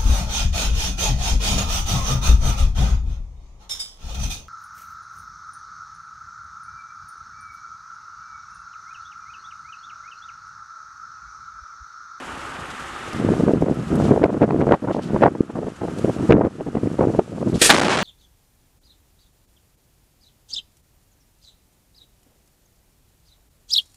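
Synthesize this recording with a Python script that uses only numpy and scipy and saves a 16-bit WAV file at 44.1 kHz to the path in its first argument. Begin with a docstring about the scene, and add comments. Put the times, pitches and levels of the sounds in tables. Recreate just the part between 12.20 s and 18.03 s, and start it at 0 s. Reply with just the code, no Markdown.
"""An open, windy field strewn with dry leaves: a carbide shot from a milk churn.
Gusts buffet the microphone; after each hard one the gain control ducks the far hum and the hiss
of trees, which swell back. Leaves rustle underfoot. Then flame jets from the churn, the lid
blows off, and the pressure wave chokes the microphone into a sputter."""
import sys
import numpy as np
from scipy import signal
from scipy.fft import rfft, irfft, next_fast_len
from scipy.io import wavfile
from scipy.ndimage import uniform_filter1d

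SR = 44100
rng = np.random.default_rng(int(sys.argv[2]) if len(sys.argv) > 2 else 0)


def waveform_to_disk(signal):
    """Save audio, clipped to [-1, 1], as 16-bit WAV at the path in sys.argv[1]."""
    frames = np.transpose(np.atleast_2d(signal))
    scaled = np.clip(frames, -1, 1) * 32767
    samples = np.round(scaled).astype(np.int16)
    wavfile.write(sys.argv[1], SR, samples)


N = 257103
TIME = np.arange(N) / SR


def from_db(db):
    """Decibels to gain."""
    return 10 ** (np.asarray(db) / 20)


def rms_one(x):
    """Scale to unit rms."""
    return x / np.sqrt(np.mean(x ** 2) + 1e-20)


def gain_curve(points):
    """Gain from (time [s], level [dB]) points, linear in dB."""
    times_s, levels_db = np.transpose(points)
    return from_db(np.interp(TIME, times_s, levels_db))


def at_hz(points, hz):
    """Interpolate on a log-frequency axis."""
    points_hz, values = np.transpose(points)
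    return np.interp(np.log(hz + 1), np.log(points_hz), values)


def cut(x, hz, kind, order=2):
    """Butterworth low- or high-pass."""
    return signal.sosfilt(signal.butter(order, min(hz, .45 * SR), kind, fs=SR, output="sos"), x + 1e-18)


def envelope(start_s, rise_s, length_s=N / SR, release_s=1, sag_db_per_s=0, time=TIME):
    """Linear attack, a hold that may sag, exponential release."""
    age_s = np.maximum(time - start_s, 0)
    release = np.exp(-np.minimum(np.maximum(age_s - length_s, 0) / release_s, 20))
    return np.minimum(age_s / rise_s, 1) * from_db(-sag_db_per_s * age_s) * release


def drift(hz):
    """Low-passed noise, unit rms."""
    return rms_one(cut(rng.standard_normal(N + SR // 4), hz, "low")[-N:])


def flutter(depth_db, rate_hz):
    """Randomly wavering gain."""
    return from_db(depth_db * drift(rate_hz))


def stereo_noise(spectrum):
    """Coloured noise at two closely spaced microphone ports, unit rms."""
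    # likeness of the ports: (frequency [Hz], correlation [0..1])
    coherence = [(100, .999), (1000, .995), (4000, .999), (8000, .999), (11000, .99), (13000, .66)]
    size = next_fast_len(N)
    hz = np.arange(size // 2 + 1) * SR / size
    alike = np.clip(at_hz(coherence, hz), 0, 1)
    mid, side = rfft(rng.standard_normal((2, size))) * from_db(at_hz(spectrum, hz))
    ports = np.sqrt(1 + alike) * mid + np.sqrt(1 - alike) * side * [[1], [-1]]
    return rms_one(irfft(ports, size)[:, :N])


def far_rumble(level_db=-49):
    """Steady, distant low noise."""
    # rumble spectrum: (frequency [Hz], relative density [dB])
    spectrum = [(18, -17), (35, -1), (70, 9), (110, -3), (200, -11), (400, -42), (1000, -91)]
    return from_db(level_db) * stereo_noise(spectrum)


def far_hum():
    """A distant hum wavers and slowly recedes."""
    # hum spectrum: (frequency [Hz], relative density [dB])
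    spectrum = [(53, -50), (90, -29), (182, -33), (269, -6.5), (297, -21.5), (333, -5.5), (393, -13.5),
                (582, -10), (652, -14.5), (756, -8), (1010, -10), (1250, -3), (1700, -11), (2150, -17.5),
                (2990, -18.5), (4500, -32.5), (5850, -44), (9900, -120)]
    # hum loudness: (time [s], level [dB])
    levels = [(0, -34.5), (.95, -35), (1.5, -38), (1.85, -37), (3, -36.5), (4, -39), (5.3, -43.5)]
    return gain_curve(levels) * flutter(depth_db=0.87, rate_hz=26) * stereo_noise(spectrum)


def trees():
    """Wind hisses in the trees."""
    # hiss spectrum: (frequency [Hz], relative density [dB])
    spectrum = [(1500, -8), (2600, 4.5), (3300, 1.5), (4500, 0.5), (7500, 0.5), (9500, -4), (11500, -11),
                (13000, -22), (14500, -46)]
    # hiss loudness: (time [s], level [dB])
    levels = [(0, -47.5), (.8, -46.5), (1.4, -47), (2.4, -45.5), (3.3, -46), (3.95, -45), (4.4, -48.5),
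              (5.3, -48.5)]
    return gain_curve(levels) * flutter(depth_db=1.44, rate_hz=22) * stereo_noise(spectrum)


def soft_rush():
    """A soft rush swells, then fades as the first gusts arrive."""
    # rush spectrum: (frequency [Hz], relative density [dB])
    spectrum = [(900, -25.5), (1800, 8), (2900, -3.5), (3700, -2.5), (5000, -26), (9000, -52)]
    # rush loudness: (time [s], level [dB])
    levels = [(0, -66), (.5, -45.5), (.95, -42.5), (1.25, -57), (1.6, -68.5)]
    return gain_curve(levels) * stereo_noise(spectrum)


def leaves(grain_db=4.0, band_ratio=1.56):
    """Each shift of a boot crushes dry leaves into a short, grainy rustle with its own pitch."""
    # boot shifts: (time [s], level [dB], fade [s], centre [Hz])
    rustles = [(.502, -36.5, .012, 4500), (.929, -40, .009, 6000), (1.408, -45, .012, 10000),
               (1.542, -42, .008, 8000), (1.753, -34, 0.0071, 10500), (1.834, -37, 0.028, 5500),
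               (2.721, -31, 0.03, 3420), (2.817, -32, 0.034, 4400), (3.785, -34, 0.006, 6500),
               (5.186, -42, 0.02, 5000), (5.275, -41.5, 0.044, 6500), (5.338, -32.5, 0.042, 4740)]
    # leaf spectrum: (frequency [Hz], relative density [dB])
    spectrum = [(1200, -5), (3000, 6), (6500, 0), (11500, -3), (14000, -38)]
    grains = flutter(grain_db, rate_hz=400) * stereo_noise(spectrum)
    out = np.zeros((2, N))
    for start_s, level_db, fade_s, hz in rustles:
        near = slice(int(start_s * SR), int((start_s + 10 * fade_s) * SR))
        age = np.maximum(TIME[near] - start_s, 0) / fade_s
        band = cut(cut(grains[:, near], hz / band_ratio, "high"), hz * band_ratio, "low")
        out[:, near] += from_db(level_db) * np.exp(-age) * (1 - np.exp(-5 * age)) * rms_one(band)
    return out


def turbulence(edge_hz, lump_db=3.5, slope=3.91, low_cut_hz=131, top_hz=2220, bypass_db=-33.5):
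    """Lumpy pressure noise at unit running rms; stronger lumps reach higher in frequency."""
    lumps = flutter(lump_db, rate_hz=101.6)
    corner_hz = edge_hz * lumps ** 0.38
    white = rng.standard_normal((2, N))
    bands_hz = np.geomspace(30, 3840, 15)
    noise = 0
    for k, (low_hz, high_hz) in enumerate(zip(bands_hz, bands_hz[1:])):
        bandpass = signal.butter(2, [low_hz, high_hz], "band", fs=SR, output="sos")
        rolloff = 1 + (np.sqrt(low_hz * high_hz) / corner_hz) ** slope
        noise = noise + signal.sosfilt(bandpass, white[k % 2]) / rolloff
    pressure = cut(cut(noise * lumps, low_cut_hz, "high"), top_hz, "low", order=4)
    pressure += from_db(bypass_db) * noise
    return pressure / np.sqrt(uniform_filter1d(pressure ** 2, size=800) + 1e-12)


def with_eddies(flow, crack_s=0.0011, crack_low_hz=950, crack_top_hz=2600):
    """Each eddy displaces the flow with one push and pull; some break with a dry crack. 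The last thump comes as
    the flame bursts from the churn."""
    # thumps on the microphone, the last as the flame bursts out: (time [s], level [dB], pitch [Hz], crack re
    # thump [dB])
    eddies = [(0.426, -29.5, 110, -41), (1.049, -6.5, 330, -37), (1.108, -6.5, 300, -36),
              (1.121, -3.5, 315, -37), (1.139, -9.5, 597, -35), (1.237, -4.5, 293, -36),
              (1.279, -0.5, 348, -39), (1.2941, 1.5, 410, -39), (1.3145, -4, 500, -33),
              (1.3369, 5, 340, -35), (1.4262, 2, 260, -50), (1.5141, -0.5, 290.0, -42),
              (1.731, -3.5, 256, -41), (1.913, 2.5, 393, -39.5), (1.9771, 4, 505.0, -45),
              (2.0426, 5, 476, -18), (2.059, 3, 400, -28), (2.2274, 7.5, 438, -23),
              (2.242, 9.5, 440.0, -30), (2.3091, 3.5, 700, -24), (2.346, 2, 300, -40),
              (2.4221, -0.5, 524, -21), (2.471, 5.5, 444, -42), (2.5222, 14, 500, -26),
              (2.543, 5, 560, -18.5), (2.7118, 2, 547, -28), (2.946, -1, 450, -33.5), (2.965, -3, 480, -25),
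              (3.03, 2.5, 477.0, -19), (3.0595, 13.5, 555, -36), (3.208, 13.5, 273, -47),
              (3.37, -10, 600, -30), (3.471, -8, 420, -34), (3.64, -9, 560, -30), (3.8472, 3, 367, -31),
              (3.884, -3, 400, -34), (3.894, -4, 400, -34), (4.1077, 10, 300, -21), (4.1238, 6.5, 410, -9),
              (4.13, 7, 300, -15), (4.1433, 10, 260, -45), (4.2113, 10.5, 534, -47), (4.2512, 8, 370, -32),
              (4.409, -2.5, 480, -31), (4.555, -1.5, 385, -23.5), (4.6351, 0, 327, -37),
              (4.6734, -2, 312, -38), (4.8114, 1, 550, -33), (4.829, -3, 399, -42), (4.873, 2, 317, -45),
              (4.902, -5.5, 400, -36), (4.9906, 4.5, 328, -38), (5.271, -6, 220, -45),
              (5.332, -6, 260, -27), (5.355, -6, 240, -42), (5.418, -8.5, 390, -33)]
    out, crack = flow.copy(), np.zeros(N)
    for centre_s, level_db, hz, crack_db in eddies:
        near = slice(int((centre_s - .03) * SR), int((centre_s + .03) * SR))
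        since_s = TIME[near] - centre_s
        core = np.exp(-(since_s * hz / 0.47) ** 2)
        thump = from_db(level_db) * core * np.cos(2 * np.pi * since_s * hz - .9)
        out[near] = out[near] * (1 - 0.58 * core) + thump
        crack[near] += from_db(level_db + crack_db) * np.exp(-(since_s / crack_s) ** 2)
    grit = cut(cut(rng.standard_normal(N), crack_low_hz, "high"), crack_top_hz, "low", order=6)
    return out + crack * rms_one(grit)


def rasp(flow, rise_s=0.0034, release_s=0.0026):
    """The hardest gusts overload the microphone: grit bursts out with every swing."""
    # overloads: (time [s], length [s], level [dB])
    overloads = [(2.03, 0.015, -17), (2.211, 0.036, -24), (2.303, 0.0065, -23), (2.404, 0.015, -22.5),
                 (2.484, .014, -29), (2.517, 0.032, -25), (3.01, 0.0513, -24.5), (4.099, 0.016, -15.5),
                 (4.122, 0.0056, -16.5), (4.245, 0.013, -25.5)]
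    # grit spectrum: (frequency [Hz], relative density [dB])
    spectrum = [(500, -17), (1000, 8), (1600, 11), (2600, -11), (4000, -16.5), (6000, -24), (10000, -52)]
    strain = sum(from_db(level_db) * envelope(start_s, rise_s, length_s, release_s)
                 for start_s, length_s, level_db in overloads)
    swings = abs(flow) / np.sqrt(uniform_filter1d(flow ** 2, size=600) + 1e-10)
    return strain * swings * stereo_noise(spectrum)


def wind(breeze_edge_hz=300, rise_s=0.0092, release_s=0.0059):
    """Gusts and eddies ride on a breeze; the stronger of gust and breeze sets the brightness."""
    # light wind between gusts: (time [s], level [dB])
    breeze = [(0.82, -47), (0.92, -35), (1.0, -23), (1.14, -21), (1.66, -30.5), (1.88, -20.5), (2.46, -14),
              (2.57, -28.5), (3.0, -16), (3.27, -29.5), (3.42, -18), (3.56, -36.5), (3.7, -25), (4.34, -29),
              (4.48, -24), (5.08, -29), (5.25, -23), (5.39, -35)]
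    # gusts on the microphone: (time [s], length [s], level [dB], upper edge [Hz])
    gusts = [(1.082, 0.03, -16, 257), (1.229, 0.013, -13, 330.0), (1.26, 0.054, -12, 430),
             (1.331, 0.054, -13.5, 321), (1.405, 0.035, -10.5, 333), (1.455, 0.07, -14, 380),
             (1.564, 0.046, -18.5, 246), (1.618, 0.012, -17.5, 330), (1.701, 0.26, -16.5, 340),
             (1.903, 0.034, -7, 450), (1.945, 0.032, -12.5, 535), (2.013, 0.01, -4.5, 560),
             (2.03, 0.028, -2.5, 595), (2.078, 0.025, -11.5, 680), (2.111, 0.065, -11.5, 350),
             (2.205, 0.041, -1.5, 497), (2.271, 0.02, -10.5, 540), (2.298, 0.07, -8, 470),
             (2.394, 0.045, -8, 510), (2.456, 0.064, -8.5, 537), (2.507, 0.04, -2, 815),
             (2.619, 0.034, -11, 480), (2.668, 0.05, -9.5, 670), (2.737, 0.059, -12.5, 557),
             (2.933, 0.039, -10.5, 600), (3.007, 0.015, -12, 400), (3.018, 0.063, -1.5, 830),
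             (3.108, 0.0093, -10, 380.0), (3.145, 0.011, -10.5, 350.0), (3.289, 0.013, -13.5, 635),
             (3.345, 0.05, -13.5, 603), (3.412, 0.032, -16, 680), (3.46, 0.026, -15, 590),
             (3.609, 0.048, -16, 460), (3.672, .014, -19, 480), (3.836, 0.02, -15.5, 440),
             (3.869, 0.037, -13.5, 417), (3.984, 0.069, -18.5, 316), (4.089, 0.079, -3.5, 410),
             (4.141, 0.06, -3.5, 407), (4.206, 0.0087, 0.5, 620), (4.225, 0.048, -6, 432),
             (4.4, 0.0093, -10.5, 590), (4.458, 0.029, -16.5, 380.0), (4.543, 0.038, -12.0, 476),
             (4.623, 0.055, -17.5, 322), (4.783, 0.07, -12, 534), (4.865, 0.047, -14.5, 316),
             (4.926, 0.035, -17, 370), (4.983, 0.013, -8, 570), (5.153, 0.035, -23.5, 516),
             (5.202, 0.029, -17, 473), (5.254, 0.043, -13, 292), (5.319, 0.055, -15, 272)]
    power = (gain_curve(breeze) * flutter(depth_db=3.5, rate_hz=18)) ** 2
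    weighted_edge = power * breeze_edge_hz
    for start_s, length_s, level_db, edge_hz in gusts:
        near = slice(int(start_s * SR), int((start_s + length_s + 10 * release_s) * SR))
        gust = from_db(level_db) * envelope(start_s, rise_s, length_s, release_s, time=TIME[near])
        power[near] += gust ** 2
        weighted_edge[near] += gust ** 2 * edge_hz
    flow = with_eddies(np.sqrt(power) * turbulence(weighted_edge / power))
    return flow + rasp(flow)


def jet_tones(line_width_hz=3):
    """Many faint, narrow, wavering tones colour the jet's hiss."""
    # tones in the hiss: (frequency [Hz], relative level [dB])
    lines = [(1332, -4), (1765, -3), (1878, -2), (1975, -6), (2314, -3), (2446, -3), (2627, -1), (2974, -6),
             (3221, -3), (3359, -0.5), (3649, -8), (3851, -11), (4266, -5), (4543, -4), (4632, -3),
             (4971, -4), (5571, -3), (5752, -3), (6058, -4), (6648, -5), (6963, -3), (7768, -5), (8088, -1),
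             (8419, 3), (8914, 0), (9017, -5), (9488, -2)]
    tones = 0
    for hz, level_db in lines:
        wander_rad = np.cumsum(rng.standard_normal(N)) * np.sqrt(2 * np.pi * line_width_hz / SR)
        tones = tones + from_db(level_db) * np.sin(2 * np.pi * hz * TIME + wander_rad)
    return rms_one(tones)


def flame_jet(seep_s=5.386, burst_s=5.413, release_s=0.03, tones_db=-5):
    """Burning gas seeps from the churn, then bursts out hissing and loses pressure."""
    # flares on top of the sagging jet: (time [s], length [s], level [dB])
    flares = [(5.415, .009, -19), (5.443, 0.028, -15)]
    # gas hiss spectrum: (frequency [Hz], relative density [dB])
    spectrum = [(100, -4), (200, -1), (430, 7), (700, -2), (1000, -9), (1800, -0.5), (3300, 1),
                (6000, -1.5), (8400, 1.5), (10500, -4.5), (12500, -11), (13800, -21), (14500, -45)]
    seep = from_db(-28.5) * envelope(seep_s, rise_s=0.023, length_s=burst_s - seep_s, release_s=release_s)
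    burst = from_db(-8.2) * envelope(burst_s, rise_s=0.0066, length_s=0.21, release_s=release_s,
                                     sag_db_per_s=63)
    flare = sum(from_db(level_db) * envelope(start_s, rise_s=.004, length_s=length_s, release_s=.004)
                for start_s, length_s, level_db in flares)
    return (seep + burst + flare) * (from_db(tones_db) * jet_tones() + stereo_noise(spectrum))


def pressure_swings(start_s, rise_s, low_hz=72, top_hz=175, crest_db=20):
    """The blast's slow swings, surging after the bang; 0 dB is the diaphragm's limit."""
    # pressure crests that pin the diaphragm: (time [s], length [s])
    crests = [(5.505, 0.0014), (5.5305, 0.0029), (5.539, .0025), (5.5605, 0.0027), (5.567, 0.0054),
              (5.5732, 0.0033), (5.588, 0.0057), (5.605, 0.0085), (5.641, 0.0028), (5.6785, 0.0023),
              (5.6865, 0.0045), (5.764, 0.0055), (5.782, 0.0029), (5.808, 0.0024)]
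    pinned = np.zeros(N)
    for k, (crest_s, length_s) in enumerate(crests):
        pinned[(TIME >= crest_s) & (TIME < crest_s + length_s)] = (-1) ** k
    swell = from_db(0.5) * envelope(start_s, rise_s)
    surge = from_db(10.8) * envelope(5.518, rise_s=0.027, length_s=0.169, release_s=0.0098)
    swings = (swell + surge) * rms_one(cut(drift(top_hz), low_hz, "high"))
    return swings * (1 - abs(pinned)) + from_db(crest_db) * uniform_filter1d(pinned, size=30)


def blast(flame, lid_s=5.4925, lid_rise_s=0.0025, bang_s=5.5019, coupling_hz=290, top_hz=10200):
    """The lid blows off; pressure throws the diaphragm stop to stop, choking roar, bang and flame."""
    # roar spectrum: (frequency [Hz], relative density [dB])
    roar_spectrum = [(80, -7), (200, -20), (700, -1), (1500, -2.5), (2800, -10), (4500, -16.5),
                     (7500, -22.5), (11000, -34), (14000, -29)]
    # bang spectrum: (frequency [Hz], relative density [dB])
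    bang_spectrum = [(40, -40), (150, -18), (350, 7), (900, -1.5), (2200, 3), (2900, -2), (3900, 0),
                     (5200, -12), (9000, -16), (13000, -28), (15000, -44)]
    lid = from_db(0.5) * envelope(lid_s, lid_rise_s, length_s=bang_s - lid_s, release_s=0.018)
    roar = from_db(8.5) * envelope(lid_s, lid_rise_s, sag_db_per_s=43.5)
    bang = from_db(13) * envelope(bang_s, rise_s=0.00024, length_s=0.01055, release_s=0.0012,
                                  sag_db_per_s=480)
    tail = from_db(6.5) * envelope(bang_s, rise_s=0.042, sag_db_per_s=17.5)
    pressure = pressure_swings(lid_s, lid_rise_s)
    freedom = np.maximum(1 - np.tanh(pressure / 3) ** 2, from_db(-20))   # leaks even when pinned
    diaphragm = np.tanh(roar * stereo_noise(roar_spectrum) + pressure)
    # the input passes no steady pressure, so each throw becomes a sharp pop
    pops = cut(diaphragm, coupling_hz, "high")
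    sputter = cut(pops + from_db(-27) * stereo_noise(roar_spectrum), top_hz, "low", order=8)
    return (lid + tail) * sputter + freedom * (flame + bang * stereo_noise(bang_spectrum))


def gain_control(x, threshold_db=-15, share=0.77, attack_s=0.025, recovery_db_per_s=17, window_s=0.011):
    """Takes back a share of any level over the threshold, then recovers at a steady rate."""
    power = uniform_filter1d(x.mean(axis=0) ** 2, int(window_s * SR))
    level_db = 10 * np.log10(np.maximum(power, 1e-12))
    duck_db = share * np.maximum(level_db - threshold_db, 0)
    recovery_db = recovery_db_per_s * TIME
    held_db = np.maximum.accumulate(duck_db + recovery_db) - recovery_db
    pole = np.exp(-1 / (attack_s * SR))
    return x * from_db(-signal.lfilter([1 - pole], [1, -pole], held_db))


def scene():
    """Wind, field and shot at the microphone."""
    return wind() + far_hum() + trees() + soft_rush() + far_rumble() + leaves() + blast(flame_jet())


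def record(dry):
    """The gain control ducks, peaks that outrun it flatten, and the top is cut."""
    cutoff_hz = 14200
    ducked = gain_control(dry)
    clipped = ducked / (1 + ducked ** 8) ** (1 / 8)
    return signal.sosfilt(signal.ellip(10, .1, 70, cutoff_hz, fs=SR, output="sos"), clipped)


dry = scene()
out = record(dry)
waveform_to_disk(out)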